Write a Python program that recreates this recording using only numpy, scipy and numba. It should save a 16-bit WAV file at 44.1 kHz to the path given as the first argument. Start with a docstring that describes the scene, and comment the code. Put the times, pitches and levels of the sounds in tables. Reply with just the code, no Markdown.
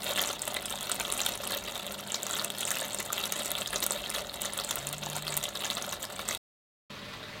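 """A thin stream falls from a pipe onto foaming liquid in a plastic bucket, in a wooden shed.
It bunches into gushes and thins in lulls; many ticks and bubbles make its splash, spray and churning.
Drops slap and clumps plop, trapping bubbles that ring; echoes of the bucket and shed colour them all.
A machine hums throughout over a low rumble, and late in this close part a zoom motor whirs once.
After a sudden silence the pouring is heard from across the shed, blurred, with a louder hum."""
import sys
import numpy as np
from scipy import signal
from scipy.fft import rfft, irfft
from scipy.io import wavfile
from scipy.ndimage import uniform_filter1d
from numba import njit

SR = 44100
rng = np.random.default_rng(int(sys.argv[2]) if len(sys.argv) > 2 else 0)


def put_to_file(sound):
    """Save the sound as 16-bit audio at rate SR, in the file named by the first command-line argument."""
    columns = np.atleast_2d(sound).T  # one column per channel
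    safe = np.clip(columns, -1, 1)
    whole_steps = np.round(safe * 32767)
    wavfile.write(sys.argv[1], SR, whole_steps.astype(np.int16))


N = 326340
TIME = np.arange(N) / SR  # seconds

# Gushes, where the stream bunches up: start t/s, hold t/s, splash level/dB, fine spray level/dB
GUSHES = [(0.048, 0.075, -38.5, -42.5), (0.155, 0.085, -35.5, -40), (0.258, 0.055, -40, -41.5),
          (0.468, 0.0095, -37, -54), (0.54, 0.012, -41, -45), (0.557, 0.0075, -34, -57),
          (0.8, 0.085, -46.5, -60), (0.887, 0.0074, -32, -48), (0.924, .01, -46, -36),
          (0.984, 0.023, -37, -54), (1.074, 0.13, -48, -43), (1.173, 0.043, -43, -40.5),
          (1.233, 0.11, -43.5, -43.5), (1.412, 0.061, -44.5, -44), (1.491, 0.083, -39.5, -42.5),
          (1.668, 0.011, -37.5, -60), (1.747, 0.034, -46.5, -45), (2.131, 0.016, -42.5, -42.5),
          (2.23, 0.027, -58, -55), (2.273, 0.17, -42, -44.5), (2.595, 0.031, -41.5, -39.5),
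          (2.663, 0.19, -43.5, -41.5), (2.985, 0.014, -39.5, -41), (3.133, 0.14, -43, -44.5),
          (3.313, 0.091, -45.5, -42.5), (3.391, 0.016, -35, -41), (3.444, 0.028, -43.5, -41),
          (3.5, 0.015, -36, -42), (3.563, 0.065, -43.5, -43), (3.718, 0.046, -38, -49.5),
          (3.819, 0.02, -39.5, -32), (3.906, 0.086, -44, -48.5), (3.984, 0.069, -57, -60),
          (4.133, 0.06, -41, -41), (4.397, 0.077, -45, -47), (4.576, 0.024, -39, -53),
          (4.699, .016, -37, -59), (4.758, 0.029, -43, -45), (4.922, 0.016, -43, -40.5),
          (5.016, 0.025, -42.5, -47), (5.119, 0.058, -41.5, -45), (5.254, 0.069, -46, -47),
          (5.424, 0.017, -43, -37.5), (5.595, 0.076, -42, -63), (5.69, 0.028, -41, -44),
          (5.764, 0.013, -36, -50), (5.811, 0.027, -41.5, -59.5), (5.915, 0.013, -39.5, -37),
          (6.031, 0.011, -40, -48.5), (6.184, 0.015, -37, -55), (6.27, 0.068, -42, -45),
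          (7.127, 0.013, -40, -55)]
# Lulls, where the stream thins: middle t/s, half length t/s
LULLS = [(0.394, 0.018), (0.773, 0.0069), (0.89, 0.005), (1.378, 0.021), (1.615, 0.0099), (1.97, 0.013),
         (2.046, 0.013), (2.49, 0.011), (2.534, 0.0066), (2.646, 0.0073), (3.034, 0.012), (3.103, 0.013),
         (3.668, 0.021), (4.29, 0.036), (4.393, 0.012), (4.63, 0.0081), (4.714, 0.0066), (4.987, 0.06),
         (5.212, .012), (5.518, 0.03), (5.987, 0.018), (6.078, 0.018), (6.149, 0.009), (6.238, 0.0089)]
# The loudest drops: t/s, base level/dB, bubble pitch f/Hz, base tick level/dB
LOUD_DROPS = [(0.033, -37.5, 9700, -36.5), (0.043, -25.5, 15000, -30), (0.0655, -30.5, 3780, -47),
              (0.0927, -33.5, 3430, -42), (0.135, -33.5, 6900, -35.5), (0.1602, -30.5, 3320, -50),
              (0.176, -31, 2880, -31.5), (0.1941, -24, 3280, -48.5), (0.2172, -22.5, 13600, -26),
              (0.2255, -29, 6700, -45), (0.2266, -24.5, 9900, -45), (0.259, -27.5, 7050, -40),
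              (0.274, -23, 7900, -45.5), (0.284, -29, 7440, -38), (0.3305, -29.5, 6400, -37),
              (0.4195, -22, 8300, -34), (0.426, -31, 7600, -45), (0.479, -26, 10200, -29.5),
              (0.5432, -28, 10500, -31), (0.549, -32, 3480, -50), (0.6572, -26, 9500, -33.5),
              (0.7054, -29, 8600, -31.5), (0.8088, -33, 7260, -32), (0.829, -34, 8600, -34),
              (0.857, -34, 9500, -43), (0.8961, -35, 3730, -30), (0.9166, -18, 8140, -33),
              (0.945, -28.5, 14060, -42), (0.956, -29, 9500, -45), (0.9994, -26, 6800, -29.5),
              (1.013, -29, 9400, -40), (1.0511, -28.5, 3400, -42), (1.1017, -28.5, 3730, -33.5),
              (1.1238, -17.5, 9600, -32), (1.1374, -24, 8400, -47.5), (1.182, -29, 8800, -43.5),
              (1.193, -29.5, 2760, -45.5), (1.204, -26, 3900, -30.5), (1.2159, -20, 7050, -43),
              (1.2345, -28.5, 5820, -48), (1.25, -29, 7430, -45), (1.2625, -30, 5950, -23.5),
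              (1.2644, -22.5, 3500, -34), (1.2917, -25.5, 13000, -32), (1.3551, -28, 10100, -39),
              (1.4744, -21.5, 10700, -51), (1.5208, -30, 4150, -34), (1.533, -33, 3560, -45),
              (1.547, -27, 13000, -37), (1.57, -28, 14000, -38), (1.574, -30, 6900, -42),
              (1.866, -37, 3770, -33), (1.9225, -37.5, 13800, -33), (2.1039, -33, 3220, -47),
              (2.1202, -22.5, 7640, -49), (2.1438, -21.5, 6700, -46), (2.145, -24, 4140, -47),
              (2.1565, -28, 5560, -49.5), (2.2314, -23, 7700, -32), (2.2668, -24.5, 6930, -34),
              (2.3102, -24.5, 7760, -40), (2.334, -23.5, 7500, -43), (2.3548, -30, 3620, -44),
              (2.3662, -30.5, 7400, -39), (2.3957, -23.5, 4200, -48), (2.4461, -30, 7670, -24),
              (2.5025, -28.5, 3520, -31), (2.584, -41, 3330, -32), (2.6073, -23, 7450, -32),
              (2.6306, -29.5, 3300, -40), (2.6526, -21, 7900, -39), (2.6795, -33, 6270, -37),
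              (2.6853, -27, 8900, -40.5), (2.7059, -22, 6900, -25.5), (2.7164, -26, 8450, -28),
              (2.77, -31, 2840, -33), (2.787, -33.5, 7200, -41), (2.793, -31.5, 3480, -41),
              (2.802, -28, 7600, -45.5), (2.882, -40, 8300, -36.5), (2.932, -28, 8100, -51.5),
              (2.9465, -24.5, 9100, -30), (2.987, -25.5, 7400, -45), (3.003, -26, 11200, -41),
              (3.054, -41, 9000, -37), (3.126, -23, 12800, -45), (3.1302, -20, 7400, -26.5),
              (3.18, -29.5, 3300, -41.5), (3.191, -30, 13100, -44), (3.2386, -26.5, 3800, -36),
              (3.2556, -29, 6060, -29), (3.323, -22, 6700, -24), (3.433, -28, 8300, -46.5),
              (3.4477, -28.5, 7750, -39), (3.459, -31, 8000, -30.5), (3.505, -24, 9600, -45),
              (3.5167, -21, 12700, -28), (3.5526, -28, 3400, -40), (3.612, -28.5, 7740, -38),
              (3.66, -30, 3560, -55), (3.677, -28, 6740, -43), (3.706, -29, 9600, -42.5),
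              (3.733, -29, 9345, -42), (3.743, -29.5, 9440, -41.5), (3.7595, -20, 6450, -46),
              (3.772, -36.5, 5540, -45.5), (3.804, -26.5, 9500, -36.5), (3.826, -25.5, 3830, -36),
              (3.8646, -30.5, 9050, -20), (3.908, -18, 7800, -48.5), (3.921, -31.5, 4440, -27.5),
              (3.931, -33, 8200, -36), (4.0399, -33, 3100, -58), (4.0612, -31, 3900, -52),
              (4.1017, -28.5, 9600, -31.5), (4.1487, -29, 4020, -45), (4.113, -39, 2400, -39),
              (4.151, -33, 6660, -42), (4.1618, -31, 3340, -36), (4.27, -35.5, 6900, -45),
              (4.2955, -34, 4100, -50), (4.341, -31.5, 3860, -39), (4.4185, -35.5, 8560, -26.5),
              (4.451, -27, 9700, -42), (4.4556, -23.5, 6850, -47), (4.5353, -24.5, 9870, -42),
              (4.5766, -34, 8300, -28), (4.5887, -29, 3500, -40), (4.5995, -29, 4400, -35),
              (4.647, -26.5, 8200, -32), (4.69, -28, 7600, -36), (4.7095, -21, 7200, -29.5),
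              (4.711, -29.5, 3500, -43), (4.7225, -40, 6860, -45), (4.7572, -17, 15100, -29),
              (4.87, -28, 7460, -30), (4.89, -27, 9300, -43), (4.928, -29, 13290, -32),
              (5.036, -32, 6300, -47), (5.0615, -27, 7100, -43), (5.1, -30.5, 7040, -35),
              (5.1656, -25, 8650, -33), (5.2238, -39, 4030, -37), (5.268, -32, 3170, -49),
              (5.2799, -26.5, 4400, -34), (5.3047, -29, 8450, -43), (5.3237, -29, 7840, -39),
              (5.326, -35.5, 2260, -48), (5.341, -26, 7400, -41), (5.3685, -33.5, 13000, -24.5),
              (5.3745, -19, 14000, -23.5), (5.429, -27.5, 7100, -52), (5.4545, -29, 3340, -43),
              (5.489, -30.5, 6770, -44), (5.5562, -30.5, 3900, -60.5), (5.611, -37, 10500, -43),
              (5.639, -29, 3100, -46), (5.6464, -26, 6800, -44), (5.654, -25.5, 6800, -43.5),
              (5.7016, -23.5, 3840, -36), (5.7307, -34, 7000, -42), (5.7515, -27, 7750, -46),
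              (5.7701, -28.5, 3830, -50), (5.8237, -26, 6660, -35), (5.8922, -27.5, 7350, -48),
              (5.926, -28, 6260, -35), (6.028, -27.5, 8000, -36), (6.0427, -36, 8000, -38),
              (6.288, -19.5, 7600, -51), (6.3093, -25, 6260, -40), (6.349, -31.5, 3710, -30.5)]
# Clumps that plunge in and trap a big bubble: t/s, base level/dB, starting bubble pitch f/Hz
PLOPS = [(0.057, -31, 560), (0.105, -30.5, 555), (0.122, -28, 1065), (0.3, -27, 1260), (0.478, -30, 605),
         (0.522, -30.5, 740), (0.567, -20, 1930), (0.738, -30, 780), (0.897, -27, 1370), (1.325, -35, 526),
         (1.401, -34, 540), (2.713, -23.5, 1680), (2.764, -27, 1680), (2.819, -31, 626), (3.003, -27, 2040),
         (3.103, -26, 1140), (3.232, -35.5, 580), (3.406, -30, 623), (3.41, -34, 1275), (3.609, -31, 617),
         (3.955, -35, 586), (4.175, -32, 574), (4.212, -34, 570), (4.448, -30, 1770), (5.067, -27, 820),
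         (5.163, -33, 730), (5.716, -33.5, 1100), (6.311, -25.5, 2000)]
# Tone colours of each sound, as relative levels: f/Hz, level/dB
SPLASH_COLOUR = [(40, -52), (150, -12), (220, -2.5), (305, -2.5), (405, -6), (480, -5.5), (590, -1.5),
                 (800, -4), (1000, -2.5), (1300, -4), (1800, -8), (2400, -9), (3100, -4.5), (3900, -3),
                 (4600, -9.5), (5600, -22.5), (9000, -15)]
SPRAY_COLOUR = [(2500, -0.5), (4900, -4), (6200, 0), (7500, 4), (9500, -0.5), (12000, -7), (14000, 2),
                (16000, -21.5)]
CHURN_COLOUR = [(40, -45.5), (140, -15), (205, 11), (260, -9.5), (330, -4.5), (410, 2), (480, -2.5),
                (590, 2.5), (800, -1), (1080, -4), (1400, -12.5), (2200, -12), (5000, -25.5)]
SLAP_COLOUR = [(40, -30), (150, -5), (330, -3.5), (520, 0.5), (750, 0), (1300, 5), (2400, -6.5), (3800, 1),
               (5500, -9.5), (12000, -17.5)]
TICK_COLOUR = [(500, -3.5), (3500, 1), (5200, -7), (7500, 11), (10000, 10), (12000, 2.5), (14500, 10),
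               (16000, -3)]
FAR_COLOUR = [(50, -8), (105, -11), (195, -8), (300, -8.5), (450, -1.5), (520, -7), (590, 4.5), (680, -8.5),
              (850, -5.5), (1050, -3.5), (1400, -6), (2500, -8), (3900, -7.5), (5000, -15.5), (6300, -20),
              (9000, -26.5), (15500, -27)]
SHED_COLOUR = [(20, -25), (55, -15.5), (80, 5), (110, 5.5), (150, 2), (195, 12.5), (240, 7), (290, 3.5),
               (420, -5), (1000, -17), (4000, -29.5), (15000, -44.5)]
# Air and wall resonances of the bucket: centre f/Hz, time to fall 60 dB t/s, relative level/dB
BUCKET_MODES = [(401.4, 0.17, -6), (546, 0.09, 1.5), (588.7, 0.083, 7.5), (685, 0.078, 1),
                (727, 0.079, 1.5), (834, .08, -11), (914, 0.088, 1.5), (1044, 0.081, -3.5),
                (1405, 0.021, 7.5), (2024, 0.029, 11), (2296, .07, 2), (2703, 0.051, 9), (3163, 0.032, 12),
                (3430, 0.058, 0.5), (3530, 0.08, 8), (3738, 0.11, -0.5), (3844, .09, 4)]
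# The zoom motor's changing hum: t/s, f/Hz, level/dB
ZOOM_MOTOR = [(4.74, 118, -75), (4.785, 125, -54), (4.815, 135, -48), (4.86, 144, -45.5),
              (4.96, 149, -46.5), (5.15, 149.5, -47), (5.34, 149, -46), (5.4, 147, -48), (5.45, 143, -70)]
# Machine hum, before it wavers and grows in the far part: f/Hz, level/dB
MACHINE_HUM = [(54.7, -71), (104.7, -63), (145.4, -61.5), (200, -59), (242.4, -64), (291, -69.5)]
# Low rumble in the shed: t/s, level/dB
RUMBLE = [(0, -62), (1.8, -59.5), (2.1, -73), (3.3, -65), (3.7, -59), (5.3, -58), (5.7, -63.5), (6.3, -60),
          (7.4, -68)]

# The even stream between gushes, before it wavers, and how far a lull lowers it
SPLASH_DB, SPRAY_DB = -46, -49.5
LULL_SPLASH_DB, LULL_SPRAY_DB = -5, -8
GUSH_ATTACK_S, GUSH_RELEASE_S = 0.013, 0.012
# Churning under the foam: base level, and share of the splash's swells (in dB) that it follows
CHURN_DB, CHURN_FOLLOWS = -50.5, 0.51
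# Lesser drops: mean level, greatest scatter either way, pitch range, tick relative to the drop's level
STRAY_DB, STRAY_SCATTER_DB, STRAY_HZ, STRAY_TICK_DB = -35.5, 4, (2960, 12000), -6
# Lower bubbles go with harder slaps: pitch where base slap equals base level, change per octave up
SLAP_HZ, SLAP_DB_PER_OCTAVE = 2860, -5
SILENCE_S = (6.374, 6.9)  # start and end
TOP_HZ = 16000  # nothing much is heard above this


def stream(splash_waver_db=0.25, spray_waver_db=1.7):
    """The stream splashes, churns the liquid and throws fine spray; all swell in gushes, sink in lulls."""
    gush_splash, gush_spray = gushes()
    waver = walk(45)
    # each lull is a smooth dip; the cap avoids needlessly tiny numbers
    lull = sum(np.exp(-np.minimum(((TIME - s) / half) ** 2, 20)) for s, half in LULLS)
    even_splash = undb(SPLASH_DB + LULL_SPLASH_DB * lull + splash_waver_db * waver)
    even_spray = undb(SPRAY_DB + LULL_SPRAY_DB * lull + spray_waver_db * waver)
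    splash_gain = np.hypot(even_splash, gush_splash)
    spray_gain = np.hypot(even_spray, gush_spray)
    churn_gain = undb(CHURN_DB) * (splash_gain / undb(SPLASH_DB)) ** CHURN_FOLLOWS

    splash = patter(low_hz=1128, high_hz=6040, spread_db=3.5, clump_db=2,
                    cycles=6.66, tick_db=2.0, count=7500)
    spray = patter(low_hz=4400, high_hz=15500, spread_db=3.5, clump_db=2,
                   cycles=8, tick_db=-2, count=2700)
    churn = patter(low_hz=304, high_hz=1820, spread_db=2.5, clump_db=0.5,
                   cycles=4.43, tick_db=1.5, count=9000)
    splash = unit(colour(splash, SPLASH_COLOUR)) * splash_gain
    spray = unit(colour(spray, SPRAY_COLOUR)) * spray_gain
    churn = unit(colour(churn, CHURN_COLOUR)) * churn_gain
    return splash + spray + churn


def gushes():
    """Gains of splash and spray: each gush swells quickly, holds and dies away; their powers add."""
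    power = np.zeros((2, N))
    for start, hold, splash_db, spray_db in GUSHES:
        first = int(start * SR)
        span = slice(first, first + SR // 2)
        age = TIME[span] - start
        attack = np.clip(age / GUSH_ATTACK_S, 0, 1)
        release = np.exp(-np.maximum(age - hold, 0) / GUSH_RELEASE_S)
        power[:, span] += np.outer(undb([splash_db, spray_db]), attack * release) ** 2
    return np.sqrt(power)


def drops(cycles=12.3, ring_db=14.5, slap_db=-4, slap_t60=0.0084,
          crack_db=7, tick_db=18, fizz_db=0, fizz_t60=0.011):
    """A drop slaps the liquid, ticks as it breaks the surface and leaves a briefly ringing bubble."""
    s, db, hz, tick_level_db = np.vstack([LOUD_DROPS, stray_drops()]).T.copy()
    slap_level_db = db + SLAP_DB_PER_OCTAVE * np.log2(hz / SLAP_HZ)
    ring = bubbles(s, hz, np.full(len(s), float(cycles)), undb(db + ring_db), 0.0082)
    # slap and tick are each a sharp click plus a fading puff of noise
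    slap = clicks(s, undb(slap_level_db + crack_db))
    slap = slap + bursts(s, undb(slap_level_db + slap_db), slap_t60)
    tick = clicks(s, undb(tick_level_db + tick_db))
    tick = tick + bursts(s, undb(tick_level_db + fizz_db), fizz_t60)
    return ring + colour(slap, SLAP_COLOUR) + colour(tick, TICK_COLOUR)


def stray_drops(count=90):
    """Lesser drops at random moments, as rows like those of LOUD_DROPS."""
    when, pitch, strength, sharpness = rng.random((count, 4)).T
    db = STRAY_DB + STRAY_SCATTER_DB * (2 * strength - 1)
    hz = STRAY_HZ[0] * (STRAY_HZ[1] / STRAY_HZ[0]) ** pitch
    tick_db = db + STRAY_TICK_DB + STRAY_SCATTER_DB * (2 * sharpness - 1)
    return np.column_stack([when * N / SR, db, hz, tick_db])


def plops(cycles=12, ring_db=4.0, rise=0.13, splat_db=-8, splat_t60=0.017):
    """A clump splats into the liquid; the bubble it traps rings and rises in pitch."""
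    s, db, hz = np.transpose(PLOPS).copy()
    ring = bubbles(s, hz, np.full(len(s), float(cycles)), undb(db + ring_db), rise)
    splat = bursts(s, undb(db + splat_db), splat_t60)
    return ring + colour(splat, SLAP_COLOUR)


def far_stream(level_db=-44.0, wash_db=-1):
    """From across the shed the splashes blur into their echoes and an even wash."""
    splash = patter(low_hz=695, high_hz=8670, spread_db=2, clump_db=3.5,
                    cycles=8.6, tick_db=6, count=7000)
    blurred = in_bucket(splash, wall_db=-6, wall_t60=0.05, shed_db=0.5, shed_t60=0.28,
                        dull_hz=11000, modes_db=-29, count=1)
    wash = undb(wash_db) * rng.standard_normal(N)
    gain = np.hypot(undb(level_db), np.hypot(*gushes()))
    return unit(colour(unit(blurred) + wash, FAR_COLOUR)) * gain


def patter(low_hz, high_hz, spread_db, clump_db, cycles, tick_db, count):
    """Many small impacts, each a tick and a bubble; they swell in clumps while the flow stays even."""
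    when, pitch, chance, life, sign = rng.random((count, 5)).T
    s = when * N / SR
    hz = low_hz * (high_hz / low_hz) ** pitch
    # a few impacts are much stronger than the rest
    strength_db = -spread_db * np.log(chance + .015)
    sizes = undb(strength_db + clump_db * np.interp(s, TIME, walk(75)))
    ring_cycles = cycles * (.3 + 2 * life ** 2)
    rings = bubbles(s, hz, ring_cycles, sizes * hz * np.sign(sign - .5), .15)
    ticks = bursts(s, sizes, t60=.0012)
    x = unit(rings) + undb(tick_db) * unit(ticks)
    # even out the loudness over about 45 ms
    return x / np.sqrt(uniform_filter1d(x ** 2, size=2000) + 1e-4)


@njit
def bubbles(s, hz, cycles, sizes, rise):
    """Ringing bubbles: sines that swell quickly, then fade away over so many cycles as their pitch rises."""
    out = np.zeros(N)
    for k in range(len(s)):
        start = max(int(s[k] * SR), 0)
        length = int(cycles[k] * SR / hz[k]) + 2
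        phase = 0.
        for i in range(min(length, N - start)):
            age = i / length
            phase += 2 * np.pi * hz[k] * (1 + rise * age) / SR
            swell = min(age / .15, 1.)
            fade = np.exp(-5.76 * age)  # 50 dB down at the end
            out[start + i] += sizes[k] * swell * fade * np.sin(phase)
    return out


def clicks(s, sizes):
    """Sharp contacts: one impulse at each time."""
    return np.bincount((np.abs(s) * SR).astype(int), sizes, N)[:N]


def bursts(s, sizes, t60):
    """A short puff of noise at each time, fading by 60 dB in t60 seconds."""
    fade = undb(-60 * TIME[:SR // 10] / t60)
    return convolve(clicks(s, sizes), fade) * rng.standard_normal(N)


def in_bucket(x, wall_db, wall_t60, shed_db, shed_t60, dull_hz, modes_db, count=8):
    """The landing spot wanders; each spot has its own reflections and rings the bucket differently."""
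    shares = np.exp([2 * walk(40) for _ in range(count)])
    shares /= np.linalg.norm(shares, axis=0)  # the spots' powers add to one
    out = x
    for share in shares:
        echoes = reflections(wall_db, wall_t60, shed_db, shed_t60, dull_hz)
        response = echoes + undb(modes_db) * bucket_ring()
        out = out + convolve(x * share, response)
    return out


def reflections(wall_db, wall_t60, shed_db, shed_t60, dull_hz, lowest_hz=1200):
    """A quick flutter of short waves between the bucket's walls, and the shed's dull tail."""
    t = TIME[:SR // 3]
    flutter, tail = rng.standard_normal((2, len(t)))
    # the bucket answers after 1 ms, the shed after 7 ms
    flutter = flutter * undb(-60 * t / wall_t60) * (t > .001)
    tail = tail * undb(-60 * t / shed_t60) * (t > .007)
    flutter = signal.lfilter(*signal.butter(1, dull_hz, fs=SR), flutter)
    flutter = signal.lfilter(*signal.butter(2, lowest_hz, "high", fs=SR), flutter)
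    tail = signal.lfilter(*signal.butter(2, dull_hz, fs=SR), tail)
    flutter = undb(wall_db) * flutter / np.linalg.norm(flutter)
    tail = undb(shed_db) * tail / np.linalg.norm(tail)
    return flutter + tail


def bucket_ring(detune_hz=6):
    """The bucket's fading resonances, each nudged in pitch by the uneven surface of the liquid."""
    t = TIME[:SR // 3]
    modes = np.zeros(len(t))
    for hz, t60, db in BUCKET_MODES:
        nudged_hz = hz + detune_hz * rng.uniform(-1, 1)
        modes += undb(db - 60 * t / t60) * np.cos(2 * np.pi * nudged_hz * t)
    return modes / np.linalg.norm(modes)


def zoom_motor():
    """The lens motor spins up, hums and stops: one sine whose pitch follows the motor's speed."""
    hz, db = curves(ZOOM_MOTOR)
    running = (TIME > ZOOM_MOTOR[0][0]) & (TIME < ZOOM_MOTOR[-1][0])
    return running * undb(db) * unit(np.sin(2 * np.pi * np.cumsum(hz) / SR))


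def shed(air_db=-54.5, waver_db=1.0, waver_radians=0.37, far_hum_db=3):
    """Noise for the room's air and rumble; wavering sines for a machine hum, louder across the shed."""
    hum = np.zeros(N)
    for hz, db in MACHINE_HUM:
        level = undb(db + waver_db * walk(2.8))
        tone = np.sin(2 * np.pi * hz * TIME + waver_radians * walk(3))
        hum += level * unit(tone)
    hum = hum * undb(far_hum_db * (TIME > np.mean(SILENCE_S)))
    rumble_band = signal.butter(2, [42, 64], "band", fs=SR, output="sos")
    rumble = unit(signal.sosfilt(rumble_band, rng.standard_normal(N)))
    air = undb(air_db) * unit(colour(rng.standard_normal(N), SHED_COLOUR))
    return hum + undb(curves(RUMBLE)[0]) * rumble + air


def undb(db):
    """Turn decibels into a plain gain."""
    return 10 ** (np.asarray(db) / 20)


def unit(x):
    """Scale to an average (rms) strength of 1."""
    return x / np.sqrt(np.mean(x ** 2))


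def curves(table):
    """Each column after the times, joined by straight lines in time."""
    s, *columns = np.transpose(table)
    return [np.interp(TIME, s, c) for c in columns]


def walk(rate):
    """Random levels, one every 1 / rate seconds, joined by slopes; rms 1."""
    k = int(SR / rate)
    steps = np.repeat(rng.standard_normal(N // k + 1), k)
    return unit(uniform_filter1d(steps, k)[:N])


def convolve(x, response):
    """Let every sample of x set off the response."""
    return signal.oaconvolve(x, response)[:N]


def colour(x, points, size=4096):
    """Shape the tone through (Hz, dB) points, with a filter of unit energy that never acts early."""
    hz, db = np.transpose(points)
    bins = np.maximum(np.fft.rfftfreq(size, 1 / SR), 1)
    cepstrum = irfft(np.log(undb(np.interp(np.log(bins), np.log(hz), db))))
    # folding the cepstrum (spectrum of the log spectrum) puts the response after its start
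    cepstrum[1:size // 2] *= 2
    cepstrum[size // 2 + 1:] = 0
    response = irfft(np.exp(rfft(cepstrum)))
    return convolve(x, response / np.linalg.norm(response))


def scene():
    """Pouring heard close by, then from across the shed, over the background."""
    liquid = stream() + drops() + plops()
    near = in_bucket(liquid, wall_db=-9, wall_t60=0.02, shed_db=-13.5, shed_t60=0.14,
                     dull_hz=7500, modes_db=-17.0)
    pouring = np.where(TIME < np.mean(SILENCE_S), near, far_stream())
    return (pouring + shed() + zoom_motor())[None]


def record(dry):
    """Silence everything between the two positions, with 7 ms fades, and cut the top."""
    audible = (TIME < SILENCE_S[0]) | (TIME > SILENCE_S[1])
    live = uniform_filter1d(1. * audible, size=300)
    top_cut = signal.ellip(8, .2, 70, TOP_HZ, fs=SR, output="sos")
    return signal.sosfilt(top_cut, dry * live)


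dry = scene()
out = record(dry)
put_to_file(out)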